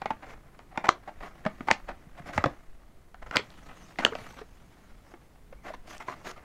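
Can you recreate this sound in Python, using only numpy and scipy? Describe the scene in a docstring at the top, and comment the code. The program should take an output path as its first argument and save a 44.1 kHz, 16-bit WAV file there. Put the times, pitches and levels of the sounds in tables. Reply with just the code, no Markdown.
"""Scissors cutting corrugated cardboard

A strip is cut close to a body-worn camera in a garage. The board cracks and knocks as its flutes
give way; the blades scrape along the cut, tick, clack and faintly sing. The concrete room answers
briefly, and a low rumble wavers over a quiet hiss."""
import sys
import numpy as np
from scipy import signal
from scipy.fft import rfft, irfft, next_fast_len
from scipy.io import wavfile
from scipy.ndimage import uniform_filter1d, map_coordinates

SR = 44100
rng = np.random.default_rng(int(sys.argv[2]) if len(sys.argv) > 2 else 0)


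def to_wav(s):
    """Save 16-bit WAV."""
    ch = np.atleast_2d(s).T  # columns
    pcm = np.round(np.clip(ch, -1, 1) * 32767)  # PCM
    wavfile.write(sys.argv[1], SR, pcm.astype(np.int16))


N = 283991
EVENT_T = np.arange(SR // 4) / SR  # time axis of one hit [s]
HOLD_POWER = 1.24  # a ring holds while the board is pushed, then stops quickly


def amp(db):
    """Gain of a level in dB."""
    return 10 ** (np.asarray(db) / 20)


def unit(x):
    """x at rms 1."""
    return x / np.sqrt(np.mean(x ** 2) + 1e-20)


def span(start_s, samples=len(EVENT_T)):
    """Sample slice of one event."""
    return slice(round(start_s * SR), round(start_s * SR) + samples)


def along(points, hz):
    """Interpolate (Hz, value) points on a log frequency axis."""
    f, values = np.transpose(points)
    return np.interp(np.log(hz + 1), np.log(f + 1), values)


def wobble(rate_hz):
    """Smooth random curve, rate_hz knots a second."""
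    knots = rng.standard_normal(int(N * rate_hz / SR) + 4)
    return map_coordinates(knots, [np.arange(N) * rate_hz / SR])


def filtered(x, response):
    """Apply a complex frequency response."""
    size = next_fast_len(N + SR // 2)
    return irfft(rfft(x, size) * response(np.fft.rfftfreq(size, 1 / SR)), size)[..., :N]


def noise(spectrum):
    """Coloured noise at rms 1."""
    return unit(filtered(rng.standard_normal(N), lambda hz: amp(along(spectrum, hz))))


def resonate(x, modes, top_hz):
    """Drive broad, well damped modes; dull above top_hz."""
    def response(f):
        peaks = sum((-1) ** k * amp(db) * 1j * f * width / (hz * hz - f * f + 1j * f * width)
                    for k, (hz, width, db) in enumerate(modes))
        return peaks / (1 + 1j * f / top_hz) ** 2
    return filtered(x, response)


def ringing(db, hz, t60_s, hold=HOLD_POWER):
    """A tone that holds, then dies ever faster."""
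    return amp(db - 60 * (EVENT_T / t60_s) ** hold) * np.sin(2 * np.pi * hz * EVENT_T)


# Hiss spectrum: (frequency [Hz], density [dB])
HISS_SPECTRUM = [(35, -50), (60, -14), (118, -9), (300, -14.5), (3580, -35.5), (5720, -38.5), (9790, -39),
                 (16000, -43.5)]
# Rumble spectrum: (frequency [Hz], density [dB])
RUMBLE_SPECTRUM = [(12, -7.5), (40, -14), (70, -20), (150, -49), (400, -120)]
# Rumble swells: (time [s], level [dB])
RUMBLE_SWELLS = [(1.2, -44), (3.671, -53)]
def background():
    """Quiet hiss and a lumpy rumble that swells as the wearer moves."""
    t = np.arange(N) / SR
    lumps = amp(-53 + 2.5 * wobble(10))
    swells = sum(amp(db) * np.exp(-((t - s) / 0.049) ** 2) for s, db in RUMBLE_SWELLS)
    hiss = amp(-61 + 0.58 * wobble(1.8)) * noise(HISS_SPECTRUM)
    return hiss + (lumps + swells) * noise(RUMBLE_SPECTRUM)


# Room decay: (frequency [Hz], t60 [s])
GARAGE_DECAY = [(200, 0.21), (1000, 0.17), (4000, 0.15), (9000, 0.11)]
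def garage(x):
    """Wall reflections: highs die first; a new tail pattern each half second."""
    out = np.zeros(N + SR)
    for start in range(0, N, SR // 2):
        hz, t, bands = signal.stft(rng.standard_normal(SR // 2), SR, nperseg=256)
        decay = amp(-60 * t / along(GARAGE_DECAY, hz)[:, None])
        tail = signal.istft(bands * decay, SR, nperseg=256)[1]
        tail *= 1 - np.exp(-np.arange(len(tail)) / SR / .005)
        wet = signal.fftconvolve(x[start:start + SR // 2], tail / np.linalg.norm(tail))
        out[start:start + len(wet)] += wet
    return out[:N]


# Sheet modes: (frequency [Hz], width [Hz], gain [dB])
BOARD_MODES = [(242, 160, -0.5), (678, 224, 7), (848, 336, 5.5), (1220, 394, 3.5), (2024, 573, 0.5),
               (3368, 4100, -14.5)]
def board(drive):
    """The well damped corrugated sheet resonates."""
    return resonate(drive, BOARD_MODES, top_hz=4000)


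# Fibre rasp spectrum: (frequency [Hz], density [dB])
RASP_SPECTRUM = [(1470, -18), (2500, 6.5), (4110, 1), (6600, 1), (8800, -8.5), (13500, -12.5), (16000, -24)]
def friction():
    """Fibres catch and slip in clumps: coarse grains, the sheet they drive, and fine rasp."""
    clumps_db = 3.5 * wobble(120)
    grains = unit(amp(clumps_db + 1.9 * wobble(400)) * rng.standard_normal(N))
    bands = signal.stft(noise(RASP_SPECTRUM), nperseg=256)[2]
    flicker = uniform_filter1d(rng.standard_normal(bands.shape), size=5, axis=0)
    flicker = unit(uniform_filter1d(flicker, size=16, axis=1))  # narrow bands come and go
    scrape = signal.istft(bands * amp(3 * flicker), nperseg=256)[1][:N]
    rasp = unit(amp(0.5 * clumps_db + 1.8 * wobble(700)) * scrape)
    return grains, unit(board(grains)), rasp


# Hands and sleeves through the camera body: (frequency [Hz], density [dB])
HAND_SPECTRUM = [(40, -18.5), (110, -0.5), (320, -8.5), (900, -48.5)]
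# Rustle envelope: (time [s], sheet level [dB], rasp level [dB])
RUSTLE_LEVELS = [(0.0, -57.5, -74.5), (0.54, -63.5, -80.5), (1.721, -57, -69), (2.109, -64, -80),
                 (2.392, -47.5, -65), (2.689, -67, -78.5), (3.17, -71, -84), (3.32, -58, -67.5),
                 (3.95, -58, -64), (4.209, -51.5, -67), (4.429, -69, -74), (4.8, -62, -71.5),
                 (5.58, -74, -88), (6.13, -56, -65.5), (6.44, -57.5, -75)]
def rustle(sheet, rasp):
    """The strip never lies quite still in the hands."""
    times_s, *levels_db = np.transpose(RUSTLE_LEVELS)
    sheet_db, rasp_db = [np.interp(np.arange(N) / SR, times_s, db) for db in levels_db]
    hands = amp(-2 + 2.5 * wobble(8)) * noise(HAND_SPECTRUM)
    return amp(sheet_db) * (sheet + hands) + amp(rasp_db) * rasp


# Blade squeaks: (start [s], length [s], level [dB], first pitch [Hz], last pitch [Hz])
SQUEAKS = [(3.818, 0.043, -62, 6150, 6400), (4.367, 0.057, -48, 1164, 1900), (5.53, .22, -68, 2180, 2150),
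           (6.052, 0.25, -62, 2210, 2160)]
def squeaks():
    """Steel sliding on the board sings in thin, wavering glides."""
    out = np.zeros(N)
    waver, flutter = 1 + 0.047 * wobble(200), wobble(90)
    for start_s, length_s, db, first_hz, last_hz in SQUEAKS:
        envelope = np.sqrt(np.hanning(round(length_s * SR)))
        at = span(start_s, len(envelope))
        cycles = np.cumsum(np.geomspace(first_hz, last_hz, len(envelope)) * waver[at]) / SR
        out[at] += amp(db) * envelope * flutter[at] * np.sin(2 * np.pi * cycles)
    return out


# Scrapes: (start [s], length [s], level [dB], flute pitch [Hz], relative rasp [dB])
SCRAPES = [(0.216, 0.051, -49, 760, -35), (0.256, 0.099, -46.5, 437, -18), (0.708, 0.17, -51.5, 780, -41.5),
           (0.84, 0.015, -26.5, 850, -26), (0.852, 0.0098, -27.5, 715, -21.5), (0.865, 0.01, -28, 860, -26),
           (1.074, 0.028, -36, 768, -32.5), (1.201, 0.092, -43.5, 770, -19),
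           (1.671, 0.012, -34.5, 1340, -20.5), (1.874, 0.049, -38.5, 733, -32),
           (2.167, 0.039, -43.5, 726, -21.5), (2.257, 0.058, -45.5, 450, -15),
           (2.324, 0.072, -44.5, 563, -9.5), (3.218, 0.018, -43, 706, -27.5),
           (3.261, 0.015, -46, 710, -19.5), (3.323, 0.054, -33.5, 1530, -27.5),
           (3.353, 0.021, -27.5, 670, -26), (3.673, 0.075, -56.5, 2420, -35),
           (3.986, 0.029, -32.5, 1890, -20.5), (4.019, 0.027, -34, 1520, -25),
           (4.116, 0.3, -60.5, 1595, -1.5), (4.363, 0.054, -49, 1602, -16), (5.042, 0.11, -67, 1827, -6),
           (5.63, 0.1, -43.5, 565, -17), (5.732, 0.021, -42.5, 970, -14.5), (5.86, 0.13, -48.5, 1540, -6),
           (5.999, 0.032, -42.5, 605, -18), (6.057, 0.097, -45.5, 1040, -15),
           (6.243, 0.078, -41.5, 700, -10), (6.358, 0.03, -47, 1330, -28)]
def scrapes(grains, sheet, rasp):
    """Blades and fingers press along the board; the duller the stroke, the more the flutes ring."""
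    out = np.zeros(N)
    for start_s, length_s, db, hz, rasp_db in SCRAPES:
        progress = np.linspace(0, 1, round(max(length_s, .006) * SR))
        at = span(start_s, len(progress))
        pressure = amp(db) * np.sin(np.pi * progress ** 1.02) ** 0.74
        flute = signal.iirpeak(hz, Q=6, fs=SR)
        hollow = unit(signal.lfilter(*flute, signal.lfilter(*flute, grains[at])))
        hollow_share = np.clip(0.02 * (-13 - rasp_db), 0, 1)
        body = np.sqrt(hollow_share) * hollow + np.sqrt(1 - hollow_share) * sheet[at]
        out[at] += pressure * (body + amp(rasp_db) * rasp[at])
    return out


# Strip thumps: (time [s], level [dB], pitch [Hz])
THUMPS = [(0.776, -24, 203), (1.461, -16, 205), (1.6069, -22, 250), (1.717, -24, 240), (2.069, -38, 167),
          (2.2, -34.5, 165), (2.296, -34, 164), (2.36, -30, 95), (2.38, -18, 243), (2.381, -22, 91),
          (2.457, -18, 131), (2.468, -23, 259.6), (3.368, -25, 258.5), (3.987, -30.5, 283)]
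def thumps():
    """The whole strip flexes in the hand: a soft onset, 60 dB down in six cycles."""
    ring = np.zeros(N + SR)
    for time_s, db, hz in THUMPS:
        ring[span(time_s)] += ringing(db, hz, t60_s=6 / hz) * np.tanh(EVENT_T * hz * 2.5)
    return ring[:N]


# Blade and fibre ticks: (time [s], level [dB], pitch [Hz])
DRY_TICKS = [(1.7098, -15, 962), (1.7115, -16.5, 5000), (3.504, -36.5, 3840), (3.959, -38, 1973),
             (3.991, -24, 4240), (4.134, -28, 1520), (4.3337, -40, 905), (5.703, -27.5, 640),
             (5.738, -28.5, 970), (5.981, -34, 6130), (6.11, -31.5, 1100), (6.125, -27.5, 1176),
             (6.138, -30, 1140), (6.2555, -33, 720), (6.314, -33, 6060)]
def ticks():
    """Blades tick and single fibres snap: a ring and an impulse, drier at high pitch."""
    ring, impulses = np.zeros((2, N + SR))
    for time_s, db, hz in DRY_TICKS:
        rise = np.tanh(EVENT_T / .002 * (hz / 1000) ** 2)
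        ring[span(time_s)] += rise * ringing(db + 2.5, hz, t60_s=.014 * (1000 / hz) ** 1.48)
        impulses[round(time_s * SR)] += amp(db - 4.5) * hz / 4000
    return ring[:N], impulses[:N]


# Blade clacks: (time [s], level [dB], pitch [Hz], t60 [s])
CLACKS = [(0.8907, -2, 1200, .006), (1.713, -7, 1938, 0.0042), (3.36, -16.5, 4790, 0.002),
          (3.3687, -10, 4595, .003), (4.0498, -4, 2963, .003)]
def clacks():
    """The blades bite home with a hard, short ring."""
    ring = np.zeros(N + SR)
    for time_s, db, hz, t60_s in CLACKS:
        ring[span(time_s)] += ringing(db, hz, t60_s, hold=2.0)
    return ring[:N]


# Crack brightness: (frequency [Hz], width [Hz], gain [dB])
EDGE_MODES = [(2140, 720, 8.5), (3170, 2400, 8.5), (5270, 3000, 7), (7500, 1800, 2)]
def bright_edge(fracture):
    """The sharp sound of parting fibres, weak in the top octave."""
    edge = resonate(fracture, EDGE_MODES, top_hz=5700)
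    return filtered(edge, lambda hz: 1 / (1 - (hz / 10000) ** 2 + 1j * hz / 7500))


# Board cracks and knocks: (time [s], level [dB], flap pitch [Hz], sharpness [dB])
FLUTE_CRACKS = [(0.018, -22, 780, -17), (0.0575, -16.5, 800, -19), (0.105, -14.5, 881, -32),
                (0.591, -38.5, 660, -6.5), (0.7751, -13, 900, -15), (0.885, -15, 761, -24),
                (0.8904, -8, 2080, -1), (1.452, -22, 1700, -15.5), (1.462, -13, 628, -28),
                (1.6066, -27.5, 1240, -24), (1.6845, -12.5, 863, -19.5), (1.704, -11.5, 902, -30),
                (1.713, -10.5, 656, -1), (2.378, -9, 850, -14), (2.44, -9, 1233, -19),
                (2.459, -16, 530, -12), (3.1437, -37, 720, -13), (3.311, -22.5, 1420, -8.5),
                (3.3546, -17, 1326, -28), (3.3688, -8.5, 1880, -0.5), (3.392, -30, 410, -15),
                (3.9869, -14, 2050, -22), (4.0503, -10.5, 1740, -2.5), (4.0635, -15.5, 1366, -14),
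                (4.121, -24.5, 451, -29), (4.1525, -23, 610, -10.5), (4.414, -32, 432, -20.5),
                (5.1374, -36, 349, -17.5), (5.526, -35, 546, -22.5), (6.0833, -21.5, 1022, -26)]
def cracks():
    """Flutes give way: the free flap rings, the sheet shakes, fibres part at once and then splinter."""
    ring, shake, impulses, splinter = np.zeros((4, N + SR))
    t = EVENT_T
    for time_s, db, hz, sharp_db in FLUTE_CRACKS:
        at = span(time_s)
        t60_s = 0.012 * (1040 / hz) ** 0.75 * amp(-0.3 * sharp_db)  # shorter when high or sharp
        rise = 1 - np.exp(-t / (.00008 * t60_s / 0.0035))  # dull cracks come on softly
        t60_s = max(t60_s, .004)
        envelope = rise * amp(db - 60 * (t / t60_s) ** HOLD_POWER)
        ring[at] += rise * ringing(db - 3.5, hz, t60_s)
        shake[at] += envelope * amp(0.16 * sharp_db - 60 * t / 0.072)
        impulses[at.start] = amp(db + sharp_db + 12)
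        splinter[at] += amp(db + sharp_db + 2.5 - 60 * t / .006)
    knocks = amp(9.0) * board(shake[:N] * rng.standard_normal(N))
    fracture = impulses[:N] + splinter[:N] * rng.standard_normal(N)
    return ring[:N], knocks, fracture


def scene():
    """Both channels alike; the rings are heard close by and excite the room less."""
    flap_ring, knocks, fracture = cracks()
    tick_ring, tick_impulses = ticks()
    rings = flap_ring + tick_ring + clacks() + thumps()
    rings *= amp(1.6 * wobble(450))  # crushing fibres make every ring uneven
    grains, sheet, rasp = friction()
    rubbing = rustle(sheet, rasp) + scrapes(grains, sheet, rasp) + squeaks()
    cutting = knocks + bright_edge(fracture + tick_impulses) + rubbing
    room = amp(-11.5) * garage(cutting + amp(-11) * rings)
    return np.tile(rings + cutting + room + background(), (2, 1))


def record(dry):
    """Soft clip, a faint stereo width in the treble, and a band limit."""
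    ceiling, top_hz = .92, 15800
    clipped = dry / (1 + np.abs(dry / ceiling) ** 6) ** (1 / 6)
    side = amp(-33.0) * filtered(clipped[0], lambda hz: 1j * hz ** 2 / (hz ** 2 + 5000 ** 2))
    return filtered(clipped + [side, -side], lambda hz: hz < top_hz)


dry = scene()
out = record(dry)
to_wav(out)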